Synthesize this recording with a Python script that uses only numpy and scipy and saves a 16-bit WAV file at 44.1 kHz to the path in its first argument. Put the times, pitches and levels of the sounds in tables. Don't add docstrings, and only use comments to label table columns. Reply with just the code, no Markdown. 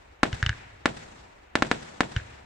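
import sys
import numpy as np
from scipy import signal
from scipy.fft import rfft, irfft, next_fast_len
from scipy.io import wavfile
from scipy.ndimage import uniform_filter1d

SR = 44100
rng = np.random.default_rng(int(sys.argv[2]) if len(sys.argv) > 2 else 0)


def ratio_of_db(decibels):
    return 10 ** (np.asarray(decibels, float) / 20)


def master(y):
    cut = np.clip(np.atleast_2d(y).T, -1, 1)
    pcm = np.round(cut * 32767)
    wavfile.write(sys.argv[1], SR, pcm.astype(np.int16))


N = 108045
LEAD = SR // 2
OPPOSED = np.array([[1], [-1]])


def at_hz(points, hz):
    p = np.array(points)
    return np.interp(np.log(hz), np.log(p[:, 0]), p[:, 1])


def drift(rate, size):
    knots = rng.standard_normal(size // 100 + 2)
    return np.interp(np.arange(size) * rate / SR, np.arange(len(knots)), knots)


def add(out, s, sound):
    i = int(round(s * SR))
    out[..., i:i + sound.shape[-1]] += sound[..., :out.shape[-1] - i]


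def filtered(x, order, hz, kind):
    return signal.sosfilt(signal.butter(order, hz, kind, fs=SR, output="sos"), x)


# freq_hz, likeness (-1 to 1)
PORT_LIKENESS = [(60, 0.48), (150, 0.63), (380, -0.42), (950, -0.17), (2380, 0.17), (5980, 0.078),
                 (15000, -0.27)]


def banded(spectrum, shape_db, size):
    out, power = 0, 0
    edges = 22 * 2 ** np.arange(0, 9.6, .5)
    settle = 4000
    white = rng.standard_normal((2, 2, size + settle))
    for k, (low, high) in enumerate(zip(edges, edges[1:])):
        mid, side = filtered(white[k % 2], 2, [low, high], "band")[:, settle:]
        hz = np.sqrt(low * high)
        alike = np.clip(at_hz(PORT_LIKENESS, hz), -.98, .995)
        gain = ratio_of_db(at_hz(spectrum, hz) - at_hz(TONE_COLOUR, hz))
        power += gain ** 2 * (high - low) * 2 / SR
        pair = mid + np.sqrt((1 - alike) / (1 + alike)) * side * OPPOSED
        out = out + gain * ratio_of_db(shape_db(hz)) * pair
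    return out / np.sqrt(power)


# freq_hz, density_db (per Hz)
NIGHT_SPECTRUM = [(15, -50), (25, -11), (70, 1), (149, -34), (615, -21), (1090, -26.5), (1300, -24.5),
                  (2130, -21), (12000, -69.5), (15600, -102), (22000, -120)]


def night():
    shared = drift(1.3, N)
    return ratio_of_db(-57.5) * banded(NIGHT_SPECTRUM, lambda hz: shared + 0.5 * drift(4, N), N)


def wash(near_db, early, far, late, events):
    near_t60_s = 0.027
    field_db, field_t60_s, boom_longer = -26, 0.22, 0.14
    far_db, far_peak_s, far_width_s = -45, .14, 0.065
    farther_db, farther_peak_s, farther_width_s = -55.5, 0.326, 0.093
    long_db, long_t60_s, treble_faster = -45, 2.58, 0.21
    bass_rise_cycles, left_lean_db = 5.6, 0.93
    size = 3 * LEAD
    t = np.arange(size) / SR
    lumps = drift(86.7, size)

    def summed(*parts_db):
        power = sum(ratio_of_db(p) ** 2 for p in parts_db) * np.minimum(t / 0.003, 1)
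        return 10 * np.log10(power + 1e-20) + 2.0 * lumps + 2.0 * drift(17.5, size)

    def early_db(hz):
        near = near_db - 60 * t / near_t60_s
        field = field_db - 60 * t * (hz / 1000) ** boom_longer / field_t60_s
        rise = np.minimum(t[:LEAD] * hz / bass_rise_cycles, 1) + 0.0012
        return summed(near, field)[:LEAD] + 20 * np.log10(rise)

    def far_edges_db(hz):
        edge = far_db - 9 * ((t - far_peak_s) / far_width_s) ** 2
        farther = farther_db - 9 * ((t - farther_peak_s) / farther_width_s) ** 2
        return summed(edge, farther)[:LEAD]

    def late_db(hz):
        return summed(long_db - 60 * t * (hz / 1000) ** treble_faster / long_t60_s)

    shots = np.zeros(N + LEAD)
    for s, db in events:
        shots[LEAD + int(s * SR)] = ratio_of_db(db)
    echoes = banded(late, late_db, size)
    echoes[:, :LEAD] += banded(far, far_edges_db, LEAD)
    echoes *= ratio_of_db(left_lean_db * OPPOSED)
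    echoes[:, :LEAD] += banded(early, early_db, LEAD)
    return signal.fftconvolve(shots[None], echoes, axes=1)[:, LEAD:LEAD + N]


# freq_hz, density_db (per Hz)
EARLY_SPECTRUM = [(18, -5), (30, -1.5), (195, -1.5), (552, -9), (629, -14), (1340, -20.5), (1690, -12.5),
                  (7240, -35), (15000, -44)]
# freq_hz, density_db (per Hz)
FAR_SPECTRUM = [(18, -53), (30, 0), (154, 10.5), (612, -17.5), (953, 4), (1240, -48.5), (1690, -1.5),
                (7630, -18), (15000, -31)]
# freq_hz, density_db (per Hz)
LATE_SPECTRUM = [(30, -2.5), (70, -23.5), (200, -8), (600, -11), (900, -7.5), (1800, -15), (7600, -22),
                 (15000, -45)]


def burst_wash():
    earlier = (-.45, -1.5)    # start_s, level_db
    events = [burst[:2] for burst in SHELL_BURSTS] + [earlier]
    return wash(-10.5, EARLY_SPECTRUM, FAR_SPECTRUM, LATE_SPECTRUM, events)


def shock(stretch):
    front_ms, suction_db, suction_place_ms, suction_width_ms = 0.12 * 1.1, -13, 1.5, 0.62
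    ms = np.arange(600) * 1000 / SR / stretch
    suction = ratio_of_db(suction_db) * np.exp(-((ms - suction_place_ms) / suction_width_ms) ** 2)
    return 1.74 * np.exp(-(ms / front_ms) ** 2) - suction


# start_s, level_db, ground_echo_db, pulse_stretch (ratio)
SHELL_BURSTS = [
    (0.2322, 1, -6, 1.26),
    (.8575, -0.5, -8.5, 1.06),
    (1.5549, -1.5, -11.5, 1.03),
    (1.6232, -2.5, -6.5, 1.35),
    (1.7145, -2.5, -9, 1.09),
    (2.0066, -1.5, -9, 1.23),
]
GROUND_LAGS = [3.65, 3.5, 3.35, 3.65, 4.1, 3.85]
WALL_LAGS = [23, 22, 19.5, 26, 14, 27]


def bursts():
    wall_db, port_lag_ms, port_echo_db = -20, .1, -3.5
    body_ms, body_db = 2.9, -20.5
    wall_lean_db = np.array([[2.0], [-3.0]])
    out = np.zeros((2, N))
    for (s, db, echo_db, stretch), ground_ms, wall_ms in zip(SHELL_BURSTS, GROUND_LAGS, WALL_LAGS):
        crack = shock(stretch)
        dull = signal.lfilter([.25], [1, -.75], crack)
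        add(out, s, ratio_of_db(db) * crack)
        add(out, s + body_ms / 1000, ratio_of_db(db + body_db) * crack)
        add(out[0], s + ground_ms / 1000, ratio_of_db(db + echo_db - port_echo_db) * dull)
        add(out[1], s + (ground_ms - port_lag_ms) / 1000, ratio_of_db(db + echo_db + port_echo_db) * dull)
        add(out, s + wall_ms / 1000, ratio_of_db(db + wall_db + wall_lean_db) * dull)
    return filtered(out + 1e-18, 1, 13, "high")


# start_s, thump_db, ring_db, crack_db, upper_tones_db
MORTARS = [
    (0.3293, -20.5, -28.5, -16, -1.5),
    (0.4279, -15.5, -19, -11, -12),
    (.4632, -17.5, -20.5, -11.5, 2.5),
    (.4934, -18, -18, -7, -10.5),
    (2.1639, -15.5, -20.5, -41, -8),
]
# pitch_hz, level_db, fade_ms
TUBE_TONES = [(1646, -0.5, 0.77), (2080, -1.5, 0.76), (2976, 5, 0.8), (3620, -15, 1.73), (4650, -24, .8),
              (5600, -12.5, 1.04)]
# lag_ms, level_db
RING_RETURNS = [(10, -10), (24, -19), (35.5, -11)]
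# lag_ms, level_db
THUMP_RETURNS = [(17, -13.5), (45, -20.5), (84, -27)]


def gas_push(ms):
    thump_hz, peak_ms, width_ms, turn_rad = 90.3, 6.6, 4.26, 0.22
    swell = np.exp(-((ms - peak_ms) / width_ms) ** 2 / 2)
    return swell * np.cos(2 * np.pi * thump_hz * ms / 1000 - turn_rad) * np.minimum(ms / 0.27, 1)


def tube_ring(ms, upper_db, chance):
    sag_per_ms, flutter_db, spread_db, pitch_spread = .004, 2.5, 1.2, .012
    sagged_ms = ms * (1 - sag_per_ms * np.minimum(ms, 20))
    tones = []
    for k, (hz, db, fade_ms) in enumerate(TUBE_TONES):
        level_db = db + spread_db * chance[2 * k] + upper_db * (k > 0) + flutter_db * drift(470, len(ms))
        envelope = (ms / fade_ms + 0.26) * np.exp(.6 - ms / fade_ms)
        pitch_hz = hz * (1 + pitch_spread * chance[2 * k + 1])
        tones.append(ratio_of_db(level_db) * envelope * np.cos(2 * np.pi * pitch_hz * sagged_ms / 1000))
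    return tones


def launches():
    puff_db, puff_ms = -3, 1.4
    out, ms = np.zeros((2, N)), np.arange(4000) * 1000 / SR
    thump = gas_push(ms)
    blurred = uniform_filter1d(np.roll(thump, 60), size=120)
    puff = (ms / puff_ms) * np.exp(1 - ms / puff_ms)
    draws = rng.normal(0, 1, (len(MORTARS), 2 * len(TUBE_TONES)))
    for (s, thump_db, ring_db, crack_db, upper_db), chance in zip(MORTARS, draws):
        tones = tube_ring(ms, upper_db, chance)
        crack = ratio_of_db(crack_db) * np.exp(-ms / 0.079) * (1 - ms / 0.065)
        gas = filtered(rng.standard_normal((2, len(ms))), 2, [1300, 6500], "band")
        add(out, s, ratio_of_db(ring_db + upper_db + puff_db) * gas * puff)
        add(out, s, ratio_of_db(thump_db) * thump + ratio_of_db(ring_db) * sum(tones) + crack)
        for lag_ms, db in RING_RETURNS:
            add(out, s + lag_ms / 1000, ratio_of_db(ring_db + db) * tones[0])
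        for lag_ms, db in THUMP_RETURNS:
            add(out, s + lag_ms / 1000, ratio_of_db(thump_db + db) * blurred)
    return out


# freq_hz, density_db (per Hz)
LAUNCH_SPECTRUM = [(18, -59), (30, -1), (107, 6.5), (216, -46.5), (1060, -22), (1650, -7.5), (2370, -10),
                   (7830, -37.5), (15000, -63)]


def launch_wash():
    events = [(s, thump_db + 15.5) for s, thump_db, *_ in MORTARS]
    return ratio_of_db(-10) * wash(-18, LAUNCH_SPECTRUM, LAUNCH_SPECTRUM, LAUNCH_SPECTRUM, events)


# pitch_hz, width_hz, level_db
SIDE_RESONANCES = [(590, 610, -22), (2130, 300, -12), (8400, 2400, -5.5)]


def opposed_ring(direct):
    mid, side = direct.mean(0) + 1e-18, 0
    for hz, width_hz, db in SIDE_RESONANCES:
        r = np.exp(-np.pi * width_hz / SR)
        feed = (1 - r * r) / 2 * np.array([1, 0, -1])
        poles = [1, -2 * r * np.cos(2 * np.pi * hz / SR), r * r]
        side = side + ratio_of_db(db) * signal.lfilter(feed, poles, mid)
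    return side * OPPOSED


def scene():
    background = night() + burst_wash()
    direct = bursts() + launches()
    return background + direct + opposed_ring(direct) + launch_wash()


def top_cut(x):
    return signal.sosfilt(signal.butter(12, 16310, fs=SR, output="sos"), x)


# freq_hz, level_db
TONE_COLOUR = [(30, 2.5), (90, 0), (1200, 1.5), (1750, 4), (2500, -0.5), (7500, -3), (10000, -21),
               (15000, -14.5)]


def record(dry):
    top, treble_hz, side_low_hz, side_leak, hiss_db = 1.04, 9480, 228, 0.051, -82
    size = next_fast_len(N + 8000)
    hz = np.arange(size // 2 + 1) * SR / size + 1
    x = irfft(rfft(dry, size) * ratio_of_db(at_hz(TONE_COLOUR, hz)) * hz / (hz + 10), size)[:, :N]
    x = top * np.tanh(x / top)
    x = signal.sosfiltfilt(signal.butter(2, treble_hz, fs=SR, output="sos"), x)
    apart = x[0] - x[1]
    narrow = signal.butter(2, side_low_hz, "high", fs=SR, output="sos")
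    side = signal.sosfiltfilt(narrow, apart / 2) + side_leak * apart
    hiss = ratio_of_db(hiss_db) * rng.standard_normal((2, N))
    mix = np.clip(x.mean(0) + side * OPPOSED + hiss, -1, 1)
    return top_cut(mix)


dry = scene()
out = record(dry)
master(out)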